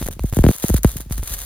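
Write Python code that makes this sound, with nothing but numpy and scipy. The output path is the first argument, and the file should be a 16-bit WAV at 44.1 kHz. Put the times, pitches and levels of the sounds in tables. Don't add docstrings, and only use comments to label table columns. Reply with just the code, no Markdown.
import sys
import numpy as np
from scipy import signal
from scipy.fft import rfft, irfft, next_fast_len
from scipy.io import wavfile
from scipy.ndimage import uniform_filter1d

SR = 44100
rng = np.random.default_rng(int(sys.argv[2]) if len(sys.argv) > 2 else 0)


def master(y):
    cut = np.clip(np.atleast_2d(y).T, -1, 1)
    pcm = np.round(cut * 32767)
    wavfile.write(sys.argv[1], SR, pcm.astype(np.int16))


N = 63945


def undb(db):
    return 10 ** (np.asarray(db) / 20)


def unit(x):
    return x / np.sqrt(np.mean(x ** 2))


def curve(table):
    t, db = np.array(table).T
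    return undb(np.interp(np.arange(N) / SR, t, db))


def shape(x, gain):
    size = next_fast_len(N + 4096)
    hz = np.arange(size // 2 + 1) * SR / size + 1e-3
    return irfft(rfft(x, size) * gain(hz), size)[:N]


# f/Hz, level/dB
ARC_COLOUR = [(200, -30), (500, -5.5), (1000, -8.5), (1600, -7), (2600, -12.5), (3700, -5), (5200, -11),
              (6500, -2), (8000, -10), (9200, -4), (10500, -2.5), (13000, -7), (15200, -2), (16500, -21.5)]


def colour(hz):
    at, db = np.array(ARC_COLOUR).T
    return undb(np.interp(np.log(hz), np.log(at), db))


# t/s, level/dB (before the lift in sizzle())
SIZZLE_LEVEL = [(0.0, -34), (0.024, -36.5), (0.088, -41), (0.096, -85), (0.112, -35.5), (0.184, -62),
                (0.192, -50.5), (0.294, -41.5), (0.318, -55), (0.326, -39), (0.366, -34.5), (0.424, -40),
                (0.428, -54.5), (0.44, -40), (0.48, -37), (0.492, -30.5), (0.58, -38.5), (0.638, -31.5),
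                (0.674, -31.5), (0.682, -39), (0.73, -35), (0.742, -32), (0.754, -37.5), (0.766, -26),
                (0.818, -62.5), (0.832, -53), (0.864, -34), (0.88, -33), (0.956, -40.5), (0.972, -33),
                (0.996, -46.5), (1.004, -35), (1.086, -67), (1.098, -51), (1.114, -42), (1.122, -31.5),
                (1.158, -43), (1.182, -34), (1.222, -48.5), (1.234, -37.5), (1.244, -38), (1.28, -33),
                (1.336, -28.5), (1.352, -36.5), (1.45, -33.5)]
CLICKS_PER_S, CLICK_SPREAD_DB, HISS_DB = 1500, 4.0, -5
FLICKER_DB, FLICKER_PER_S = 1.5, 320


def sizzle():
    chance = rng.random((3, N))
    struck = chance[0] < CLICKS_PER_S / SR
    size_db = np.minimum(-CLICK_SPREAD_DB * np.log(chance[2] + 1e-9), 18)
    clicks = struck * np.sign(chance[1] - .5) * undb(size_db)
    hold = int(SR / FLICKER_PER_S)
    steps = np.repeat(rng.standard_normal(N // 20), hold)[:N]
    flicker = uniform_filter1d(steps, hold // 2)
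    hiss = undb(HISS_DB) * rng.standard_normal(N)
    mix = undb(FLICKER_DB * flicker) * (unit(clicks) + hiss)
    return curve(SIZZLE_LEVEL) * 1.15 * unit(shape(mix, colour))


GLIDE_CYCLES, GLIDE_START_S, GLIDE_END_HZ = 1.2, 0.0004413, 49.6


def glide(age):
    falling_hz = GLIDE_CYCLES / (age + GLIDE_START_S)
    hz = (falling_hz ** 4 + GLIDE_END_HZ ** 4) ** .25
    return np.sin(2 * np.pi * np.cumsum(hz) / SR)


# t/s, level/dB (before SNAP_DB and colouring),
# low-mid level/dB against that level (before SNAP_LOW_DB)
SNAP_EVENTS = [(0.0096, -32, -9), (0.0475, -18, -27), (0.0615, -19, -28), (0.067, -11, -13),
               (0.0772, -16, -0.5), (0.0863, -13, -9), (0.111, -23, -11), (0.2363, -20, -10),
               (0.2705, -30, -6), (0.2984, -21.5, -14), (0.3283, -17, -14), (0.3471, -13.5, -19),
               (0.3687, -10, -8), (0.389, -14.5, -0.5), (0.4081, -21, -20), (0.4348, -22, -1),
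               (0.4386, -17, 13.5), (0.451, -20, 9), (0.4652, -23.5, 16), (0.4876, -16.5, 11.5),
               (0.5143, -12.5, -34), (0.5557, -17, -23), (0.5642, -15, -14), (0.584, -13.5, -22),
               (0.5992, -16, -36), (0.633, -12, -31), (0.6388, -11, -2), (0.6487, -12, -10.5),
               (0.665, -18, -18), (0.6834, -4, -20.5), (0.6913, -9, -6), (0.698, -8.5, -14),
               (0.7033, -16, -6), (0.7424, -6.5, -9), (0.7637, -21.5, 6), (0.7778, -19, 0),
               (0.8332, -4, -18), (0.8389, -13, -13), (0.8469, -9, 3.5), (0.8653, -17, -17),
               (0.8711, -21, -29), (0.917, -14.5, -20), (0.9692, -10, -10), (0.981, -20, -22),
               (1.0067, -14.5, -11), (1.0998, -27, -12), (1.1241, -10, -10), (1.1462, -31, -6),
               (1.1805, -14, -8.5), (1.2353, -14, -24), (1.2777, -16, -34), (1.301, -19, -25),
               (1.3387, -9.5, -8), (1.346, -14, -10), (1.39, -15, -12)]
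SNAP_DB, SNAP_LOW_DB, SPLIT_HZ = 3, 8.5, 5160
SNAP_TAIL_DB, SNAP_TAIL_S = -18.5, 0.0021
CRACK_RISE_S, CRACK_FALL_S, CRACK_ROUGH_DB, CRACK_LOW_HZ = 0.00015, 0.00041, 2, 1390
BODY_HZ, BODY_WIDTH_HZ, BODY_DB = 1630, 550, 3.5


def snaps():
    high, low, age = np.zeros(N), np.zeros(N), np.arange(400) / SR
    crack_env = (1 - np.exp(-age / CRACK_RISE_S)) ** 2 * np.exp(-age / CRACK_FALL_S)
    crack = glide(age) * crack_env
    noises = rng.standard_normal((len(SNAP_EVENTS), 400))
    for (t, db, low_db), noise in zip(SNAP_EVENTS, noises):
        way = np.sign(noise[0])
        tail = noise * undb(SNAP_TAIL_DB) * np.exp(-age / SNAP_TAIL_S)
        tick = np.r_[way * 3.96, tail[1:]]
        start = int(t * SR)
        high[start:start + 400] += undb(db + SNAP_DB) * tick
        near = min(THUMP_EVENTS, key=lambda row: abs(row[0] - t))
        if abs(near[0] - t) < .0012:
            start, way = int(near[0] * SR), np.sign(near[3])
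        rough_crack = way * crack + undb(CRACK_ROUGH_DB) * tail
        low[start:start + 400] += undb(db + low_db + SNAP_LOW_DB) * rough_crack

    def low_share(hz):
        return 1 / (1 + (hz / SPLIT_HZ) ** 6)

    def crack_colour(hz):
        bump_db = BODY_DB / (1 + (2 * (hz - BODY_HZ) / BODY_WIDTH_HZ) ** 2)
        return low_share(hz) / (1 + (CRACK_LOW_HZ / hz) ** 2) * undb(bump_db)

    return shape(high, lambda hz: colour(hz) * (1 - low_share(hz))) + shape(low, crack_colour)


# t/s when heard, missed start/ms (used only at a bass break),
# envelope peak level/dB (before the low-pass), push +1 or pull -1, rise/ms, fall/ms
THUMP_EVENTS = [(.0135, 3.5, -17, -1, 1.7, 40), (.026, 14.5, -10.5, 1, 0.55, 18),
                (.0625, 11.5, -15, 1, 7.2, 15), (0.0852, 0, -13, 1, 1.36, 8.5), (.1015, 0, -29, 1, 3.6, 22),
                (0.165, 6, -30, 1, 4.6, 9.9), (0.1972, 0, -17.5, -1, 20, 43), (0.24, 0, -10, 1, 4.4, 7.6),
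                (.3265, 11, -9, 1, 9.4, 7.6), (0.3678, 0.5, -9, 1, 1.23, 42),
                (0.3883, 3, -5.5, 1, 1.33, 34), (0.4395, 0, -1, -1, 1.52, 13.6),
                (0.4496, 0, -7.5, 1, 2.2, 4.6), (0.4648, 0, -2.5, 1, 1.4, 16),
                (0.489, 2.5, -2.5, -1, 1.5, 9.6), (0.5032, 0, -12, 1, 2.4, 18),
                (0.548, -1, -39, 1, 1.7, 9.3), (0.6398, 0, -7.5, -1, 1.57, 9),
                (0.6927, 0, -15.5, 1, 1.85, 16), (.7, 0, -10, -1, 1, 71), (0.741, 0, -7, 1, 1.4, 42),
                (.786, 0, -29, 1, 2.5, 9.1), (0.8457, 0, -1, 1, 0.85, 57), (0.8556, 10, -1.5, 1, 1.3, 20),
                (0.956, 0, -21, 1, 3.3, 16.5), (1.001, 0, -30.5, 1, 0.55, 14),
                (1.059, -2, -30.5, 1, 4.2, 18), (1.1102, 4.5, -15, 1, 0.37, 33),
                (1.1463, 29.5, -17.5, -1, .5, 100), (1.1788, 0, -28.5, -1, 1.4, 25),
                (1.1945, 19, -10, -1, 1.25, 24.2), (1.2297, 31, -16.5, -1, 11.3, 11.8),
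                (1.302, -1.5, -27, 1, 12, 18)]
BASS_BREAKS = [.0135, .017, .026, .0625, .069, .074, .0884, .11, .3265, .336, .423, .5135, .652, .8553,
               1.098, 1.1097, 1.1463, 1.1945, 1.2302, 1.2426]


def thumps(top_hz):
    out, age = np.zeros(N), np.arange(SR // 4) / SR
    wave = glide(age)
    keep = np.exp(-2 * np.pi * top_hz / SR)
    for t, missed, db, way, rise, fall in THUMP_EVENTS:
        env = (1 - np.exp(-1000 * age / rise)) ** 2 * np.exp(-1000 * age / fall)
        nearest = min(BASS_BREAKS, key=lambda c: abs(c - t))
        if abs(nearest - t) < .0025:
            t = nearest
        else:
            missed = 0
        end = min([c for c in BASS_BREAKS if c > t + .0025] + [N / SR])
        push = undb(db) * np.sign(way) * wave * env / env.max()
        full = signal.lfilter([1 - keep], [1, -keep], push)
        skip, start = int(max(missed, 0) * SR / 1000), int(t * SR)
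        part = full[skip:][:int(end * SR) - start]
        out[start:start + len(part)] += part
    return out


# t/s, length/s, level/dB
LONE_CLICK = (.1945, .0006, -16.5)


def flat_click():
    out = np.zeros(N)
    t, length, db = LONE_CLICK
    out[int(t * SR):int((t + length) * SR)] -= undb(db)
    return out


SIDE_HISS_DB, SIDE_HISS_S = -6.5, 0.0013


def side_hiss(arc):
    keep = np.exp(-1 / (SIDE_HISS_S * SR))
    loud = np.sqrt(signal.lfilter([1 - keep], [1, -keep], arc ** 2))
    return [undb(SIDE_HISS_DB) * loud * unit(shape(rng.standard_normal(N), colour)) for _ in range(2)]


# t/s, level/dB
HUM_LEVEL = [(0, -35.5), (.1, -30), (.18, -36), (.3, -42), (.36, -36.5), (.43, -27), (.51, -19), (.53, -63),
             (.62, -44), (.7, -41), (.8, -36), (.9, -33.5), (1.0, -31.5), (1.04, -40.5), (1.1, -38.5),
             (1.18, -30.5), (1.26, -40), (1.32, -30), (1.45, -36.5)]
HUM_HZ, HUM_WIDTH_HZ = 53.1, 20.6
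RUMBLE_HZ, RUMBLE_DB = 117, -12.5


def hum():
    tone = unit(shape(rng.standard_normal(N),
                      lambda hz: 1 / (1 + (2 * (hz - HUM_HZ) / HUM_WIDTH_HZ) ** 2)))
    tone = tone / np.abs(signal.hilbert(tone)) ** 0.64
    flip = (-1.) ** np.searchsorted(BASS_BREAKS, np.arange(N) / SR)
    rumble = shape(rng.standard_normal(N), lambda hz: (hz / RUMBLE_HZ) / (1 + (hz / RUMBLE_HZ) ** 3))
    return curve(HUM_LEVEL) * (unit(tone) * flip + undb(RUMBLE_DB) * unit(rumble))


FLOOR_DB = -55.5


def noise_floor():
    def soft(hz):
        return hz / (hz + 80) / (hz + 300) ** .5
    return [undb(FLOOR_DB) * unit(shape(rng.standard_normal(N), soft)) for _ in range(2)]


RIGHT_DB, RIGHT_DIP_HZ, RIGHT_DIP_DB = -0.65, 5540, -5
RIGHT_LAG_S, RIGHT_LEAD_S, RIGHT_TURN_HZ = .000045, .000083, 4950


def right_port(arc):
    def path(hz):
        level = undb(RIGHT_DB + RIGHT_DIP_DB / (1 + (hz / RIGHT_DIP_HZ) ** 4))
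        delay = np.where(hz < RIGHT_TURN_HZ, RIGHT_LAG_S, -RIGHT_LEAD_S)
        return level * np.exp(-2j * np.pi * hz * delay)
    return shape(arc, path)


RIGHT_BASS_HZ = 604


def scene():
    arc = sizzle() + snaps()
    both = hum() + flat_click()
    left = arc + thumps(SR / 2)
    right = right_port(arc) + thumps(RIGHT_BASS_HZ)
    return np.array([left, right]) + both + side_hiss(arc) + noise_floor()


TOP_HZ = 16700


def record(dry):
    dry = dry / (1 + (np.abs(dry) / .96) ** 6) ** (1 / 6)
    return signal.sosfilt(signal.ellip(10, .2, 75, TOP_HZ, fs=SR, output="sos"), dry)


dry = scene()
out = record(dry)
master(out)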